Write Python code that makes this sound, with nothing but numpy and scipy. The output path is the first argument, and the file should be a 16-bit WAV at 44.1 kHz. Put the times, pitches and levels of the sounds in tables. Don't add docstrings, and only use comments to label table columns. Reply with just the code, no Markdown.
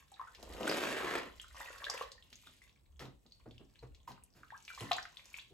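import sys
import numpy as np
from scipy import signal
from scipy.fft import rfft, irfft, next_fast_len
from scipy.io import wavfile
from scipy.ndimage import uniform_filter1d

SR = 44100
rng = np.random.default_rng(int(sys.argv[2]) if len(sys.argv) > 2 else 0)


def materialize(psi):
    bounded = np.clip(np.atleast_2d(psi).T, -1, 1)
    quanta = np.round(bounded * 32767).astype(np.int16)
    wavfile.write(sys.argv[1], SR, quanta)


N = 243873

# time in seconds, spray and gurgle levels in relative dB.
RUNOFF = [(0.0, -70.5, -65), (0.06, -77.5, -86.5), (0.21, -79.5, -67), (0.38, -73, -69.5),
          (0.8, -51.5, -61.5), (1.12, -69, -43), (1.25, -82, -62), (1.36, -70, -71.5), (1.49, -72, -73.5),
          (1.59, -63, -55.5), (1.77, -65.5, -60), (1.9, -62.5, -49), (2.0, -56, -57), (2.14, -86, -73.5),
          (2.4, -70.5, -94), (2.66, -75.5, -84), (2.76, -92, -90.5), (3.13, -88, -100),
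          (3.72, -84.5, -87.5), (4.28, -93, -92), (4.38, -84, -80), (4.55, -79.5, -115), (4.8, -60.5, -54),
          (5.08, -77.5, -74), (5.35, -68.5, -74.5), (5.53, -82.5, -89)]


def gain_of(db):
    return 10 ** (np.asarray(db) / 20)


def unit_rms(x):
    return x / np.sqrt(np.mean(x ** 2) + 1e-20)


def at_pitch(points, hz):
    f, value = np.transpose(points)
    return np.interp(np.log(hz + 1), np.log(f + 1), value)


def curves(rows):
    times, *columns = np.transpose(rows)
    return [np.interp(np.arange(N) / SR, times, column) for column in columns]


def ramp(middle_s, length_s, levels_db):
    return np.interp(np.arange(N) / SR, [middle_s - length_s / 2, middle_s + length_s / 2], levels_db)


def add(mix, start_s, sound):
    part = mix[..., max(round(start_s * SR), 0):][..., :sound.shape[-1]]
    part += sound[..., :part.shape[-1]]


def butter(hz, kind, order=2):
    return signal.butter(order, hz, kind, fs=SR, output="sos")


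def coloured(x, spectrum):
    hz = abs(np.fft.fftfreq(8192, 1 / SR))
    log_gain = np.log(gain_of(np.maximum(at_pitch(spectrum, hz), -100)))
    taps = np.fft.ifft(np.exp(np.conj(signal.hilbert(log_gain)))).real[:4096]
    return unit_rms(signal.oaconvolve(x, taps)[:len(x)])


def clicks(per_s, spread_db):
    size = gain_of(spread_db * np.minimum(rng.exponential(1, N), 3)) * rng.choice([-1., 1.], N)
    return size * (rng.random(N) < per_s / SR)


def clumps(seconds):
    size = max(round(seconds * SR), 2)
    return unit_rms(uniform_filter1d(uniform_filter1d(rng.standard_normal(N), size), size))


def pan(left_db):
    return gain_of([[left_db / 2], [-left_db / 2]])


def diffuse(left, right, shared):
    # frequency in Hz, likeness at the two ports from 0 to 1.
    port_likeness = [(100, 0.83), (400, 0.36), (2000, 0), (5000, 0), (8000, 0.99)]
    same = np.clip(at_pitch(port_likeness, np.fft.rfftfreq(len(shared), 1 / SR)), 0, 1)
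    return irfft(same * rfft(shared) + np.sqrt(1 - same ** 2) * rfft([left, right]), len(shared))


def room_tone():
    # frequency in Hz, relative density in dB.
    hum_spectrum = [(12, -25), (20, -10.5), (54, 1.5), (72, -0.5), (91, -15), (130, -40), (170, -34),
                    (290, -120)]
    hush_spectrum = [(53, -36), (90, 5.5), (325, -7.5), (1010, -16.5), (1660, -28), (4050, -56),
                     (8000, -20), (12000, -33.5), (15600, -19), (16400, -35)]
    # time in seconds, level in dB.
    hum_levels = [(0.0, -67), (0.2, -77), (0.51, -51.5), (0.72, -68), (1.2, -62), (2.8, -72.5),
                  (2.96, -57.5), (3.28, -74), (3.54, -62), (3.8, -67.5), (3.88, -55), (4.05, -68.5),
                  (4.74, -75), (4.84, -61), (5.11, -72.5), (5.53, -72.5)]
    hum = diffuse(*[coloured(noise, hum_spectrum) for noise in rng.standard_normal((3, N))])
    hush = diffuse(*[coloured(noise, hush_spectrum) for noise in rng.standard_normal((3, N))])
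    hum_db, = curves(hum_levels)
    return gain_of(hum_db) * hum + gain_of(-74) * hush


def room_echoes(x):
    # frequency in Hz, seconds to die away by 60 dB.
    decay_times = [(150, 0.41), (500, 0.36), (1500, 0.23), (4000, 0.35), (10000, 0.1)]
    out, size = 0, SR // 2
    drift = np.arange(N) / SR / .45
    for k in range(3):
        taps = np.zeros((3, size))
        arrivals = np.arange(40, size - 20, 20) + rng.integers(0, 20, (3, (size - 41) // 20))
        np.put_along_axis(taps, arrivals, rng.choice([-1., 1.], arrivals.shape), 1)
        taps *= 1 + 1.41 * np.exp(-np.arange(size) / (0.0021 * SR))
        hz, t, bands = signal.stft(diffuse(*taps), SR, nperseg=256)
        decay = gain_of(-60 * t / at_pitch(decay_times, hz)[:, None])
        tail = signal.istft(bands * decay, SR, nperseg=256)[1]
        share = np.sqrt(2 / 3) * np.cos(np.pi * (drift + k / 3))
        out = out + signal.fftconvolve(share * x, tail / np.linalg.norm(tail[0]), axes=1)[:, :N]
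    return out


def bubble(hz, cycles, glide):
    cycles = max(cycles, 1)
    age = np.arange(round(4 * cycles / hz * SR)) / SR * hz / cycles
    turns = np.cumsum(hz * np.clip(glide, .6, 2.5) ** np.minimum(age, 1.5)) / SR
    swell = np.sin(np.pi / 2 * np.minimum(turns / 1.2, 1)) ** 2
    return swell * np.exp(-.9 * age ** 1.5) * np.sin(2 * np.pi * turns)


def swarm(pitches, per_s, spread_db, cycles):
    out = np.zeros((2, N))
    for hz, db in pitches:
        ring = bubble(hz, cycles * rng.uniform(1.0, 1.03), glide=1.092)
        grain = unit_rms(ring) / np.sqrt(cycles / hz)
        place = pan(rng.uniform(-1.4, 2.2))
        out += gain_of(db) * place * signal.oaconvolve(clicks(per_s, spread_db), grain)[:N]
    return unit_rms(out)


def stray_drops():
    spray_db, _ = curves(RUNOFF)
    pitches = [(hz, 0) for hz in np.geomspace(2050, 6300, 24)]
    plips = swarm(pitches, per_s=1.6, spread_db=4.0, cycles=3.5)
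    return gain_of(-81 + 0.31 * (spray_db + 80)) * plips


def trickle():
    # frequency in Hz, relative density in dB.
    spray_spectrum = [(900, -42), (1500, -13.5), (2500, -1), (4000, -7), (6000, -9), (9000, -6.5),
                      (12500, -16.5), (15600, -19), (16400, -45)]
    # pitch in Hz, width in Hz, relative level in dB.
    air_modes = [(522, 50.6, -5.5), (693, 100, -10.5), (1070, 216, 4), (1530, 82, -8), (1737, 72, 2)]
    spray_db, gurgle_db = curves(RUNOFF)
    small_hz = np.geomspace(1800, 14000, 16)
    small_db = at_pitch(spray_spectrum, small_hz) + 10 * np.log10(small_hz)
    fizz = swarm(zip(small_hz, small_db), per_s=90, spread_db=3.8, cycles=3.)
    hiss = coloured(rng.standard_normal(N), spray_spectrum)
    offsets = -0.51, -0.61, -0.23, 1.0
    large = [(hz + width * offset, db) for hz, width, db in air_modes for offset in offsets]
    gurgle = swarm(large, per_s=50, spread_db=6.5, cycles=3.6)
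    spray = gain_of(spray_db + 3.8 * clumps(0.0031)) * (fizz + 0.62 * hiss)
    return spray + gain_of(gurgle_db) * gurgle


def drips():
    # start in seconds,
    # relative level in dB, pitch in Hz, ring length in cycles, glide as a pitch ratio.
    drops = [(0.1177, -51.5, 7070, 13, 1.37), (0.1189, -53, 810, 13, 0.95), (0.141, -48, 4120, 11, 0.86),
             (0.1952, -38, 1138, 14, .85), (0.2135, -37, 1127, 4.7, 1.09), (0.2722, -48, 1396, 15.5, 1.09),
             (0.2803, -51.5, 1310, 8.2, 1), (0.349, -33, 3070, 0.99, 1.1), (0.428, -34.5, 6550, 1.9, 0.65),
             (0.4303, -33.5, 617, 0.94, 1.01), (0.631, -27, 3320, 2.6, 0.83), (0.6766, -26, 1530, 4.3, .96),
             (0.6783, -27.5, 8200, 6.2, 1.07), (0.694, -27, 520, 1.7, 0.82), (0.696, -29.5, 5250, 17, 0.87),
             (0.7236, -27, 1610, 2.7, 0.82), (1.1817, -38, 4800, 6.2, 1.05), (1.398, -35, 2920, 4.9, 1.13),
             (1.4159, -36.5, 7950, 3.8, 0.97), (1.443, -45, 1500, 3.8, 0.9), (1.5457, -47, 1040, 4.5, 1.07),
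             (1.6047, -31.5, 1030, 1.3, 0.95), (1.61, -44, 1840, 13, 1.07), (1.6592, -37, 2480, 3.3, 1.05),
             (1.6742, -44, 2010, 19, 0.93), (1.7023, -42, 560, 2, .9), (1.8426, -28, 3330, 3.1, 1.05),
             (1.851, -36, 3700, 5.4, 1.08), (1.8661, -40.5, 1540, 11.4, 1.2), (1.8975, -40, 690, 6, 1.27),
             (1.8995, -22, 5650, 4.7, 0.87), (1.9423, -39.5, 502, 4.8, 1.08),
             (1.9769, -33, 2800, 3.2, 0.93), (2.0089, -40, 2720, 4.1, 1.03), (2.01, -31.5, 580, 2.6, 0.9),
             (2.0121, -31.5, 1074, 6.7, 1.06), (2.023, -26.5, 2700, 1.26, 0.66),
             (2.118, -32, 4900, 1.7, 0.92), (2.1793, -57, 1790, 16, 1.06), (2.2247, -47.5, 3080, 4.8, 1.2),
             (2.3286, -31.5, 3580, 1.2, 0.81), (2.356, -43, 6100, 6.1, 1.14), (2.4356, -57.5, 1290, 3, .82),
             (2.4708, -48.5, 3850, 11, 0.9), (2.472, -44.5, 1430, 1.9, .93), (2.618, -52, 2046, 18, 0.99),
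             (2.677, -47, 2540, 0.85, .91), (2.6948, -50, 3800, 2.2, .9), (2.9941, -31.5, 3820, 1.04, 0.5),
             (3.0072, -37.5, 1910, 1.5, 0.98), (3.024, -36, 2220, 1.2, 0.89),
             (3.0543, -43.5, 3900, 2.9, 0.96), (3.2639, -50, 4200, 2.9, 0.92),
             (3.3212, -46.5, 4230, 10, 1.06), (3.4, -63, 1050, 5, 1.03), (3.463, -41.5, 550, 1.64, 0.92),
             (3.5099, -45.5, 3180, 2.9, 1.05), (3.58, -45, 3300, 3.9, 0.88), (3.7566, -44, 2330, 0.88, 1.3),
             (3.7912, -50.5, 4300, 7.9, 0.97), (3.826, -53, 525, 7.3, 0.8), (3.948, -44.5, 4000, 1.4, 0.98),
             (4.0767, -39.5, 1029, 9.5, .91), (4.105, -56, 4300, 2.9, 1), (4.1089, -45, 960, 3.4, 0.83),
             (4.118, -40.5, 3400, 1.5, 1.16), (4.178, -49.5, 1290, 2.4, 0.81),
             (4.2371, -47, 8200, 22, 1.26), (4.4327, -44, 1570, 5, 0.79), (4.5042, -40.5, 1610, 3.2, 1.16),
             (4.522, -46, 786, 21, 1.62), (4.545, -51, 1550, 16, 1.1), (4.577, -44, 5950, 2.8, 0.98),
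             (4.6256, -44, 5730, 2.4, 1.3), (4.6508, -41, 5210, 3, 1.07), (4.6796, -30.5, 2440, 1.65, 1.08),
             (4.688, -48.5, 2368, 68, .99), (4.7025, -40, 1540, 12, 0.9), (4.749, -38.5, 6300, 4.2, 0.63),
             (4.7765, -39, 1080, 4.1, 1.05), (4.7988, -42, 4160, 8.8, 0.98), (4.9121, -24.5, 787, 7.2, 0.9),
             (4.9123, -26.5, 1187, 5.3, 0.92), (4.9166, -15.5, 2660, 1.8, 1.35),
             (4.9311, -24, 3250, 3.5, 1.6), (4.9646, -38, 670, 4.6, 1.53), (4.966, -36, 7750, 5.8, 0.9),
             (4.9835, -22.5, 1470, 1.75, 1.15), (5.028, -34.5, 5200, 2.6, 1.01),
             (5.0533, -35.5, 2040, 3.9, 0.66), (5.1704, -34, 3350, 3.6, 1.04),
             (5.195, -43, 2160, 3.7, 1.08), (5.2563, -39, 6300, 1.9, 0.92), (5.3017, -48, 5630, 3.4, 1.16),
             (5.3418, -35.5, 2600, 7.8, 0.83), (5.3651, -43, 2520, 3.6, 1.4),
             (5.3735, -34.5, 6940, 1.6, 1.06), (5.3793, -54, 1145, 6.4, 0.71),
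             (5.386, -35, 2440, 3.1, 1.05), (5.3933, -43, 3100, 18, 1.3)]
    tick_t60_s, splatter_t60_s = 0.003, 0.068
    out, t = np.zeros((2, N)), np.arange(3000) / SR
    for (start, db, hz, cycles, glide), noise in zip(drops, rng.standard_normal((len(drops), len(t)))):
        place = pan(0.6 + 1.5 * noise[-1])
        tick_band = butter([hz / 2.7, min(4.1 * hz, 18000)], "band")
        tick = unit_rms(signal.sosfilt(tick_band, noise))
        tick *= gain_of(-14 - 60 * t / tick_t60_s) * np.minimum(t / .0003, 1)
        splatter = unit_rms(signal.sosfilt(butter([hz / 1.48, hz * 1.63], "band"), noise))
        splatter *= gain_of(-22 - 60 * t / splatter_t60_s) * np.minimum(t / 0.00077, 1)
        add(out, start, gain_of(db) * place * bubble(hz, cycles, glide))
        add(out, start, gain_of(db) * place * (tick + splatter))
    return out


def brush_tugs():
    # start in seconds, relative level in dB, rise and length in seconds,
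    # slope above the thump in dB per octave, boom in dB against that level.
    tugs = [(2.314, -63, 0.0033, 0.083, -12, -10), (2.463, -56, 0.0022, 0.059, -3, -22),
            (2.995, -40, 0.0077, 0.14, -5.5, -14), (3.251, -60.5, 0.005, 0.034, -12.5, -29),
            (3.456, -47, 0.0016, 0.078, -11.5, -3.5), (3.591, -49.5, 0.014, 0.074, -11, -36),
            (3.823, -48, 0.0062, 0.051, -8, -3.5), (4.071, -46.5, 0.0094, 0.12, -4, -12.5),
            (4.343, -53, 0.03, 0.14, -3.5, -12.5), (4.803, -38, 0.0043, 0.088, -8.5, -9.5),
            (5.497, -49.5, 0.023, 0.21, -19, -22)]
    # frequency in Hz, relative level in dB, rise in seconds.
    thump = [(60.4, 3, 0.29), (135, -2.5, 0.0092), (253, -0.5, 0.023), (484, -8.5, 0.002),
             (990, -5, 0.0017)]
    boom_hz, boom_peak_share = 124, 0.39
    out = np.zeros(N)
    hz, t = np.fft.rfftfreq(512, 1 / SR)[:, None], np.arange(340) * 64 / SR
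    thump_hz, thump_db, thump_rise = np.transpose(thump)
    swell = np.minimum(t / np.maximum(at_pitch(np.c_[thump_hz, thump_rise], hz), .001), 1)
    octaves = np.log2(np.maximum(hz / 450, 1))
    for start, db, rise, length, slope_db, boom_db in tugs:
        colour = gain_of(at_pitch(np.c_[thump_hz, thump_db], hz) + slope_db * octaves)
        fade = gain_of(-20 * (t * (1 + 0.11 * octaves) / length) ** 1.76)
        real, imag = rng.standard_normal((2, len(hz), len(t)))
        burst = signal.istft((real + 1j * imag) * colour * swell * fade, nperseg=512, noverlap=448)[1]
        age = np.arange(len(burst)) / SR
        burst = 0.24 * np.minimum(age / rise, 1) * burst / burst[:4000].std()
        boom_age = age / (boom_peak_share * length)
        tone = np.sin(2 * np.pi * boom_hz * rng.uniform(.92, 1.08) * age)
        boom = boom_age * np.exp(.5 - .5 * boom_age ** 2) * tone
        add(out, start, gain_of(db) * (burst + gain_of(boom_db) * boom))
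    return out


def brush_stroke():
    # time in seconds, relative level in dB.
    drag = [(0.373, -62), (0.552, -52.5), (0.65, -39), (0.732, -38), (0.824, -42.5), (1.022, -45.5),
            (1.154, -41), (1.282, -60.5), (1.36, -90)]
    # frequency in Hz, relative density in dB.
    slip_spectrum = [(53, -66), (90, -19), (190, -7), (378, 1), (600, -2), (865, -4.5), (1250, -0.5),
                     (1810, -1.5), (3060, -11), (5740, -25), (8000, -25), (12000, -31.5), (15600, -40),
                     (16400, -84)]
    drag_db, = curves(drag)
    start, end = drag[0][0], drag[-1][0]
    touching = np.interp(np.arange(N) / SR, [start, start + 0.017, end - .03, end], [0, 1, 1, 0])
    squelch_db = ramp(middle_s=0.757, length_s=0.035, levels_db=(-29, -8))
    sizzle_db = ramp(middle_s=0.659, length_s=0.033, levels_db=(-19.5, -3.5))
    slips = coloured(clicks(per_s=2100, spread_db=3.5) * gain_of(2.3 * clumps(0.003)), slip_spectrum)
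    body = signal.sosfiltfilt(butter(900, "low"), slips)
    sizzle = signal.sosfiltfilt(butter(2400, "high"), slips)
    squelch = slips - body - sizzle
    rasp = unit_rms(body) + gain_of(squelch_db) * unit_rms(squelch)
    rasp += gain_of(sizzle_db) * unit_rms(sizzle)
    return touching * gain_of(drag_db) * rasp


def scene():
    # sound, level sent to the room in dB.
    sources = [(drips(), -3.5), (trickle(), -2), (stray_drops(), -2.5),
               (brush_stroke(), -6), (brush_tugs(), -6)]
    direct = sum(sound for sound, _ in sources)
    sent = sum(sound * gain_of(send_db) for sound, send_db in sources)
    return gain_of(-0.5) * (direct + room_echoes(sent)) + room_tone()


def record(dry):
    # frequency in Hz, lead of the left port in radians.
    port_phases = [(0, 0), (800, .5), (3000, .9), (5600, 1.3), (9500, -3.14), (12100, -6.28),
                   (14700, -9.42), (16500, -11.6)]
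    band_limit_hz = 16400
    heard = signal.sosfilt(butter(36, "high"), dry)
    heard = signal.sosfilt(butter(15700, "low", order=8), heard)
    size = next_fast_len(N + 2048)
    hz, lead = np.transpose(port_phases)
    turn = np.exp(.5j * np.interp(np.fft.rfftfreq(size, 1 / SR), hz, lead))
    ported = irfft(rfft(heard, size) * [turn, 1 / turn], size)[:, :N]
    band_limit = signal.firwin(511, band_limit_hz, window=("kaiser", 9), fs=SR)
    return signal.oaconvolve(ported, band_limit[None], "same")


dry = scene()
out = record(dry)
materialize(out)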